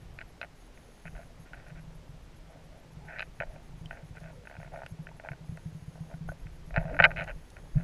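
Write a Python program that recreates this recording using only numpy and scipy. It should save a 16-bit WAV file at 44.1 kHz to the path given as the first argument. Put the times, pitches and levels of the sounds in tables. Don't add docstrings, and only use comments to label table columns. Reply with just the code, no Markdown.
import sys
import numpy as np
from scipy import signal
from scipy.fft import rfft, irfft
from scipy.io import wavfile
from scipy.ndimage import uniform_filter1d

SR = 44100
rng = np.random.default_rng(int(sys.argv[2]) if len(sys.argv) > 2 else 0)


def output_pcm(signal):
    pcm = np.clip(np.atleast_2d(signal).T, -1, 1) * 32767
    wavfile.write(sys.argv[1], SR, np.round(pcm).astype(np.int16))


N = 345303
TIME = np.arange(N) / SR
RING_SIZE = 8192
RING_HZ = np.maximum(np.fft.rfftfreq(RING_SIZE, 1 / SR), 1)

# frequency in Hz, width in Hz, relative level in dB.
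WALL_MODES = [(555, 33, -7), (649, 106, 1.5), (798, 62, -7.5), (885, 85, -6), (1222, 33, -10.5),
              (1267, 34, -13.5), (1435, 39, -2), (1508, 168, 3.5), (1787, 120, -0.5), (1897, 120, -1.5),
              (2010, 160, -5.5), (2207, 130, -1.5), (2370, 60, -11), (2405, 72, -2.5), (2545, 140, -2.5),
              (2744, 230, -12.5), (2977, 150, -14), (3710, 470, -28.5), (4066, 250, -24.5),
              (4860, 240, -32.5), (5600, 350, -48), (6800, 350, -47), (7300, 130, -45)]
# frequency in Hz, width in Hz, relative level in dB.
BOUNCE_MODES = [(45, 33, -16.5), (105, 59, -7.5), (135, 18, -7), (158.2, 17.1, 0)]


def creaks():
    return blows(slip_runs(), WALL_MODES, grit_db=-0.5, grit_t60=0.023, tail_db=-12.5, tail_t60=0.052)


def slip_runs(size=32, jitter=0.05, scatter_db=2.3, edge_db=-3):
    # start in seconds, end in seconds, slips per second, level at the start in dB,
    # level at the end in dB, brightness in dB per octave.
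    creak_table = [(1.061, 1.082, 118, -47.5, -42, 2.5), (1.151, 1.197, 78, -47, -45, -6.5),
                   (3.096, 3.183, 116, -49.5, -49, -4), (4.452, 4.48, 50, -49, -42, -4),
                   (4.498, 4.567, 73, -45, -47.5, -6.5), (4.6, 4.686, 66, -44.5, -50, -6),
                   (4.745, 4.847, 68.3, -40, -42, -9), (5.237, 5.277, 91, -45, -40, -9),
                   (5.956, 5.985, 50, -52, -47, -16), (6.099, 6.139, 75, -45.5, -46, -10.5),
                   (6.813, 6.918, 73, -39, -40.5, -12), (7.162, 7.203, 113, -34, -27.5, 6.5),
                   (7.209, 7.244, 93, -29, -50, 6), (7.277, 7.319, 118, -40, -42.5, 1)]
    rows = []
    for start, end, per_s, first_db, last_db, tilt_db in creak_table:
        uneven_time, uneven_level = rng.standard_normal((2, size))
        times = start + (np.arange(size) + jitter * uneven_time) / per_s
        levels = np.interp(times, [start, end], [first_db, last_db]) + scatter_db * uneven_level
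        rows += [(s, db, tilt_db, edge_db) for s, db in zip(times, levels) if s < end]
    return rows


def clicks():
    # time in seconds, level in dB, brightness in dB per octave, lift of the sharp edge in dB.
    click_table = [(0.188, -38.5, 1.5, 8), (0.207, -46, 3, 0), (0.213, -38.5, 3, 4), (0.222, -49, -3, 0),
                   (0.414, -32.5, 0, 10), (0.429, -35, 0.5, -1), (0.436, -40, -3, -4), (0.446, -44, -5, 0),
                   (0.775, -53, 0, 0), (1.054, -42.5, -5, 0), (1.533, -39.5, 1, 5), (1.543, -45, -2, 0),
                   (3.186, -37, 4, 10), (3.194, -32, 3, 10), (3.205, -31, 2.5, 5), (3.221, -35.5, 11, -8),
                   (3.226, -34.5, -1.5, 10), (3.402, -29.5, 3.5, -11), (3.409, -29.5, -4.5, -8),
                   (3.421, -31, -3, -4), (3.433, -34, -6, -5), (3.56, -45.5, -8, -2),
                   (3.909, -34.5, -1, -9), (3.928, -42.5, -5, -2), (4.17, -46.5, -3, -4),
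                   (4.862, -43, -1.5, 11), (5.069, -40.5, -0.5, -8), (5.089, -47, -4, -2),
                   (5.198, -41.5, -6, -2), (5.287, -34.5, -6, -6), (5.317, -39.5, -4.5, -2),
                   (5.332, -44.5, -8, -2), (5.573, -44.5, -4, 6), (6.318, -39, -15.5, 0),
                   (6.468, -49.5, -4, 0), (6.707, -44.5, -5, -2), (6.742, -38, -4, -4),
                   (6.752, -41, -6, -2), (6.762, -24, -2, 1), (6.771, -25.5, -5, -2),
                   (6.778, -25.5, -7, -5), (6.945, -35, -11, 0), (6.966, -35.5, -6.5, 5),
                   (7.106, -37, -4, 2), (7.115, -34.5, -5.5, -3), (7.567, -44.5, -3, -1)]
    return blows(click_table, WALL_MODES, grit_db=-3.0, grit_t60=0.015, tail_db=-13.5, tail_t60=0.06)


def knocks():
    # frequency in Hz, gain in dB.
    coupling = [(550, -5.5), (680, -8), (880, 0.5), (1250, 4), (1500, 2), (2000, 2), (2500, -3),
                (3000, 0.5), (4100, -2.5), (7000, -8)]
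    at_hz, gain_db = np.transpose(coupling)
    modes = []
    for hz, width, db in WALL_MODES:
        modes.append((hz, width, db + np.interp(np.log(hz), np.log(at_hz), gain_db)))
    return blows(rebounds(), modes, grit_db=5.0, grit_t60=0.017, tail_db=-28.5, tail_t60=0.033)


def rebounds(gap_s=0.0038, loss_db=4.5, dulling_db=5.5):
    # time in seconds, level in dB, brightness in dB per octave,
    # lift of the sharp edge in dB, chatter in seconds.
    knock_table = [(6.99, -21, -3.5, -1, .006), (7.0, -11, -1, -3, .006), (7.023, -19, 0, 3, .002),
                   (7.035, -21, -4.5, 3, .002), (7.04, -9.5, 5, 6, .01), (7.051, -12.5, 3, -2.5, .014)]
    rows = []
    for s, db, tilt_db, edge_db, chatter_s in knock_table:
        for k in range(1 + int(chatter_s / gap_s)):
            rows.append((s + k * gap_s, db - k * loss_db, tilt_db - k * dulling_db, edge_db))
    return rows


def bumps():
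    # time in seconds, level in dB, brightness in dB per octave.
    bump_table = [(1.05, -46, 19), (1.716, -44, 5), (1.877, -45.5, -4), (2.093, -46.5, 4), (2.138, -48, 6),
                  (2.97, -42, -4), (3.4, -41, -5), (4.107, -44, -2), (4.248, -43.5, 10), (4.585, -41, 3),
                  (4.92, -39.5, -2.5), (4.991, -38, 4), (5.31, -37.5, -3), (5.408, -44, 0),
                  (5.493, -36, -3), (5.522, -36.5, 10), (5.658, -34, 5), (5.726, -47, -4), (5.748, -38, 6),
                  (5.823, -43.5, 3), (5.88, -40, 6), (6.006, -36, 6), (6.141, -38, 1), (6.209, -37, 9),
                  (6.251, -39.5, 18), (6.295, -41, 6), (6.457, -41, 2), (6.777, -25, 4), (6.849, -33, 14),
                  (7.001, -28.5, 29.5), (7.151, -41.5, 13), (7.206, -42, 20), (7.756, -24, 25),
                  (7.77, -26, 9), (7.805, -34, 22)]
    out = np.zeros(N)
    for s, db, tilt_db in bump_table:
        bounce = body(BOUNCE_MODES, scatter_db=3.5, tilt_db=tilt_db)
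        add(out, s, -at_level(bounce, db, span=0.023))
    return out


def rubbing(dull_tilt_db=-16.0, crisp_tilt_db=-3.5, peak_share=0.45):
    # start in seconds, end in seconds, dull rub in dB, crisp rub in dB.
    stroke_table = [(1.15, 1.243, -55.5, -57), (1.287, 1.322, -60, -73), (1.444, 1.502, -62, -59),
                    (1.504, 1.67, -77, -57.5), (1.66, 1.725, -77, -53.5), (1.748, 1.81, -74, -55),
                    (2.473, 2.613, -56, -79), (2.674, 2.834, -58.5, -84), (3.044, 3.224, -62, -53),
                    (3.433, 3.632, -57.5, -66), (3.898, 4.039, -56, -55), (4.147, 4.197, -74, -52.5),
                    (4.205, 4.32, -54.5, -53), (4.715, 4.758, -43, -59), (6.73, 6.832, -44, -48),
                    (6.854, 6.995, -46.5, -50), (7.016, 7.153, -42.5, -58), (7.155, 7.255, -40.5, -44),
                    (7.26, 7.323, -45.5, -50), (7.562, 7.601, -63.5, -54.5), (7.745, 7.883, -55, -53.5)]
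    dull = through(grains(per_s=900, spread_db=-1.5), WALL_MODES, tilt_db=dull_tilt_db)
    crisp = through(grains(per_s=1000, spread_db=4.5), WALL_MODES, tilt_db=crisp_tilt_db)
    soft, hard = np.zeros((2, N))
    for start, end, dull_db, crisp_db in stroke_table:
        along = TIME[:SR] / (end - start)
        pressure = np.sqrt(np.interp(along, [0, peak_share, 1], [0, 1, 0]))
        add(soft, start, from_db(dull_db) * pressure)
        add(hard, start, from_db(crisp_db) * pressure)
    return disperse(soft * dull + hard * crisp)


def squeak(start_s=3.065, end_s=3.2, level_db=-48.5, attack_s=0.024, release_s=0.01):
    band = signal.butter(2, [1450, 2250], "band", fs=SR, output="sos")
    slips = grains(per_s=1200, spread_db=4.5) + 1e-18
    rasp = through(signal.sosfilt(band, slips), WALL_MODES)
    ramps = np.minimum((TIME - start_s) / attack_s, (end_s - TIME) / release_s)
    pressure = np.clip(ramps, 0, 1) ** 2
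    return from_db(level_db) * pressure * rasp


def groans(waver=0.074):
    # start in seconds, end in seconds, starting pitch in Hz, ending pitch in Hz,
    # level at mid-groan in dB, overtone in dB relative to the first tone.
    groan_table = [(2.98, 3.121, 361, 446, -67, 6), (4.295, 4.472, 530, 452, -60, -22),
                   (6.904, 6.978, 241.5, 284, -47, 3.5)]
    out = np.zeros(N)
    wobble = 1 + waver * rms_one(uniform_filter1d(rng.standard_normal(SR), size=300))
    for start, end, start_hz, end_hz, db, overtone_db in groan_table:
        along = np.clip(TIME[:SR] / (end - start), 0, 1)
        pitch_hz = wobble * (start_hz + (end_hz - start_hz) * along)
        phase = 2 * np.pi * np.cumsum(pitch_hz) / SR
        swell = np.sqrt(8 * along * (1 - along))
        tone = np.sin(phase) + from_db(overtone_db) * np.sin(2 * phase)
        add(out, start, from_db(db) * swell * tone)
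    return out


def tremor(trim_db=2.0):
    # time in seconds, level in dB before the trim.
    tremor_table = [(0.0, -53), (0.75, -70), (1.08, -55), (1.4, -56), (1.78, -56), (2.4, -58),
                    (3.05, -54.5), (3.35, -60.5), (3.95, -52), (4.4, -55), (4.75, -54), (5.15, -58.5),
                    (5.7, -55.5), (6.6, -58), (7.0, -41), (7.45, -62), (7.83, -55)]
    boom = gain_in_time(tremor_table)
    return from_db(trim_db) * boom * through(grains(per_s=60, spread_db=3.5), BOUNCE_MODES)


def ticks(decay_s=0.0025):
    # time in seconds, level in dB.
    tick_table = [(0.4135, -70), (1.6841, -63), (3.8571, -57), (4.1599, -61), (4.2028, -58), (4.862, -57),
                  (5.571, -58), (7.2403, -52), (7.5026, -53.5)]
    out, t = np.zeros(N), TIME[:RING_SIZE]
    bright = signal.butter(4, [3200, 9800], "band", fs=SR, output="sos")
    for s, db in tick_table:
        burst = rng.standard_normal(RING_SIZE) * np.exp(-t / decay_s)
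        add(out, s, at_level(signal.sosfilt(bright, burst), db, span=0.0013))
    return out


def bubbles(rise=1.5):
    # time in seconds, peak level in dB, starting pitch in Hz, time to fall by 60 dB in seconds.
    bubble_table = [(3.859, -38.5, 3090, 0.015), (4.864, -33.5, 2750, 0.0054), (4.737, -39, 900, 0.012),
                    (5.115, -43, 890, 0.028), (6.288, -30, 690, 0.016), (6.291, -33, 1457, 0.053)]
    out, t = np.zeros(N), TIME[:RING_SIZE]
    for s, db, hz, t60 in bubble_table:
        decay = from_db(db - 60 * t / t60)
        add(out, s, decay * np.sin(2 * np.pi * hz * t * (1 + rise * t)))
    return out


def flow(trim_db=-0.5, surge_top_hz=60):
    # frequency in Hz, relative density in dB per Hz.
    rumble_colour = [(10, -5), (22, 0), (40, 1.5), (70, -7.5), (120, -14.5), (200, -25.5), (400, -25.5),
                     (1000, -53), (3000, -63)]
    # time in seconds, level in dB before the trim.
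    flow_table = [(0.0, -49), (0.7, -54.5), (1.9, -50.5), (3.2, -53), (3.85, -47.5), (4.15, -53),
                  (6.1, -54), (7.1, -41), (7.5, -49.5), (7.83, -44)]
    # strongest moment in seconds, length in seconds, level in dB.
    surge_table = [(1.15, .12, -45), (1.3, 0.11, -49), (3.48, .14, -44), (6.294, 0.14, -38.5),
                   (6.45, 0.23, -42), (6.791, .2, -33), (6.904, 0.15, -43), (7.33, 0.12, -43),
                   (7.757, 0.052, -29)]
    rumble = from_db(trim_db) * gain_in_time(flow_table) * noise(rumble_colour)
    swell = np.zeros(N)
    for s, length, db in surge_table:
        swell += from_db(db) * np.cos(np.pi * np.clip((TIME - s) / length, -0.5, 0.5)) ** 2
    low_pass = signal.butter(2, surge_top_hz, fs=SR, output="sos")
    deep = rms_one(signal.sosfilt(low_pass, noise(rumble_colour)))
    return rumble + swell * deep


def gurgle(per_s=700, cycles=16.6, low_hz=430, high_hz=950, muffle_hz=1500):
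    pops = grains(per_s, spread_db=3.5)
    dealt = rng.integers(0, 20, N)
    out = np.zeros(N)
    for k, hz in enumerate(np.geomspace(low_hz, high_hz, 20)):
        r = np.exp(-np.log(1000) * hz / (cycles * SR))
        w = 2 * np.pi * hz / SR
        poles = [1, -2 * r * np.cos(w), r * r]
        out += signal.lfilter([1, 0, -1], poles, pops * (dealt == k) + 1e-18)
    return rms_one(signal.sosfilt(signal.butter(2, muffle_hz, fs=SR, output="sos"), out))


def electronics(hiss_db=-59.5, beat_s=0.138):
    # frequency in Hz, relative density in dB per Hz.
    hiss_colour = [(20, -3.5), (250, 2.5), (450, -6), (1000, -9), (2000, -10.5), (4000, -16.5),
                   (6000, -19.5), (9000, -26), (11000, -26), (12000, -33), (14000, -31.5), (15000, -37.5)]
    # frequency in Hz, width in Hz, relative level in dB.
    whine_modes = [(6510, 91, 5.5), (6440, 830, -7), (10350, 220, 2.5), (10570, 2200, -7.5),
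                   (12980, 200, -14), (13780, 150, -12)]
    # frequency in Hz, width in Hz, relative level in dB.
    pip_modes = [(9770, 200, -7), (11250, 110, 7)]
    # start in seconds, end in seconds, share of each beat that is on,
    # whine in dB, pip in dB.
    buzz_table = [(0.0, .48, 0.28, -80, -76), (0.556, .68, 0.94, -72.5, -93), (.74, 1.282, 0.97, -72, -99),
                  (1.29, 1.338, 1, -83, -81), (1.397, 1.449, 1, -71, -76), (1.533, 3.1, 0.21, -80, -74.5),
                  (3.212, 4.8, 0.43, -73.5, -95), (4.883, 4.925, 1, -69, -71),
                  (5.025, 5.35, 0.19, -80, -73.5), (5.447, 6.18, 0.9, -73, -93),
                  (6.278, 6.33, 1, -67.5, -73), (6.383, 7.124, 0.36, -76, -75.5),
                  (7.159, 7.83, 0.99, -73.5, -98)]
    gates = np.zeros((2, N))
    for start, end, share, whine_db, pip_db in buzz_table:
        length = max(round((end - start) * SR), 1)
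        on = TIME[:length] / beat_s % 1 < share
        add(gates[0], start, from_db(whine_db) * on)
        add(gates[1], start, from_db(pip_db) * on)
    whine_gate, pip_gate = uniform_filter1d(gates, size=200)
    whine = whine_gate * through(rng.standard_normal(N), whine_modes)
    pips = pip_gate * through(rng.standard_normal(N), pip_modes)
    return from_db(hiss_db) * noise(hiss_colour) + whine + pips


def blows(rows, modes, grit_db, grit_t60, tail_db, tail_t60):
    out, t = np.zeros(N), TIME[:RING_SIZE]
    for s, db, tilt_db, edge_db in rows:
        contact = np.zeros(RING_SIZE)
        contact[0] = 1
        for part_db, t60 in ((grit_db, grit_t60), (tail_db, tail_t60)):
            dying = from_db(-60 * t / t60)
            contact += at_level(rng.standard_normal(RING_SIZE) * dying, part_db, span=1 / SR)
        walls = body(modes, scatter_db=1.0, tilt_db=tilt_db, edge_db=edge_db)
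        blow = signal.fftconvolve(contact, walls)[:RING_SIZE]
        add(out, s, at_level(blow, db, span=0.0037))
    return disperse(out)


def body(modes, scatter_db=0, tilt_db=0, edge_db=0, hardest_hz=2900, edge_hz=3400):
    hz, width, db = np.transpose(modes)[:, :, None]
    tilt = tilt_db * np.log2(np.minimum(hz, hardest_hz) / 1000)
    edge = edge_db * (hz > edge_hz)
    weight = from_db(db + edge + scatter_db * rng.standard_normal(db.shape) + tilt)
    peaks = weight / (1 + 2 * ((RING_HZ - hz) / width) ** 2)
    height = np.sqrt(np.sum(peaks ** 2, axis=0))
    cepstrum = irfft(np.log(height + 1e-6 * height.max()))
    cepstrum[1:RING_SIZE // 2] *= 2
    cepstrum[RING_SIZE // 2 + 1:] = 0
    return irfft(np.exp(rfft(cepstrum)))


def disperse(x, delay_s=0.00034):
    r = np.exp(-1 / (delay_s * SR)) ** 4
    for hz in np.geomspace(900, 4500, 4):
        poles = [1, -2 * r * np.cos(2 * np.pi * hz / SR), r * r]
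        x = signal.lfilter(poles[::-1], poles, x)
    return x


def through(drive, modes, tilt_db=0):
    return rms_one(signal.fftconvolve(drive, body(modes, tilt_db=tilt_db))[:N])


def grains(per_s, spread_db):
    sizes = from_db(spread_db * np.minimum(rng.exponential(1, N), 4)) * rng.choice([-1, 1], N)
    return sizes * (rng.random(N) < per_s / SR)


def noise(colour):
    hz, db = np.transpose(colour)
    bins = np.maximum(np.fft.rfftfreq(N, 1 / SR), 1)
    gain = from_db(np.interp(np.log(bins), np.log(hz), db))
    return rms_one(irfft(rfft(rng.standard_normal(N)) * gain, N))


def at_level(sound, db, span):
    return from_db(db) * sound / np.sqrt(np.sum(sound ** 2) / (span * SR))


def gain_in_time(rows):
    s, db = np.transpose(rows)
    return from_db(np.interp(TIME, s, db))


def add(out, s, sound):
    start = int(np.clip(round(s * SR), 0, N - 1))
    out[start:start + len(sound)] += sound[:N - start]


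def from_db(db):
    return 10 ** (np.asarray(db) / 20)


def rms_one(x):
    return x / np.sqrt(np.mean(x ** 2) + 1e-20)


def scene():
    contacts = creaks() + clicks() + knocks() + bumps()
    grip = rubbing() + squeak() + groans() + tremor()
    water = ticks() + bubbles() + flow() + from_db(-64.5) * gurgle()
    return (contacts + grip + water + electronics())[None]


def record(dry):
    return signal.sosfilt(signal.ellip(10, 0.1, 70, 15200, fs=SR, output="sos"), dry)


dry = scene()
out = record(dry)
output_pcm(out)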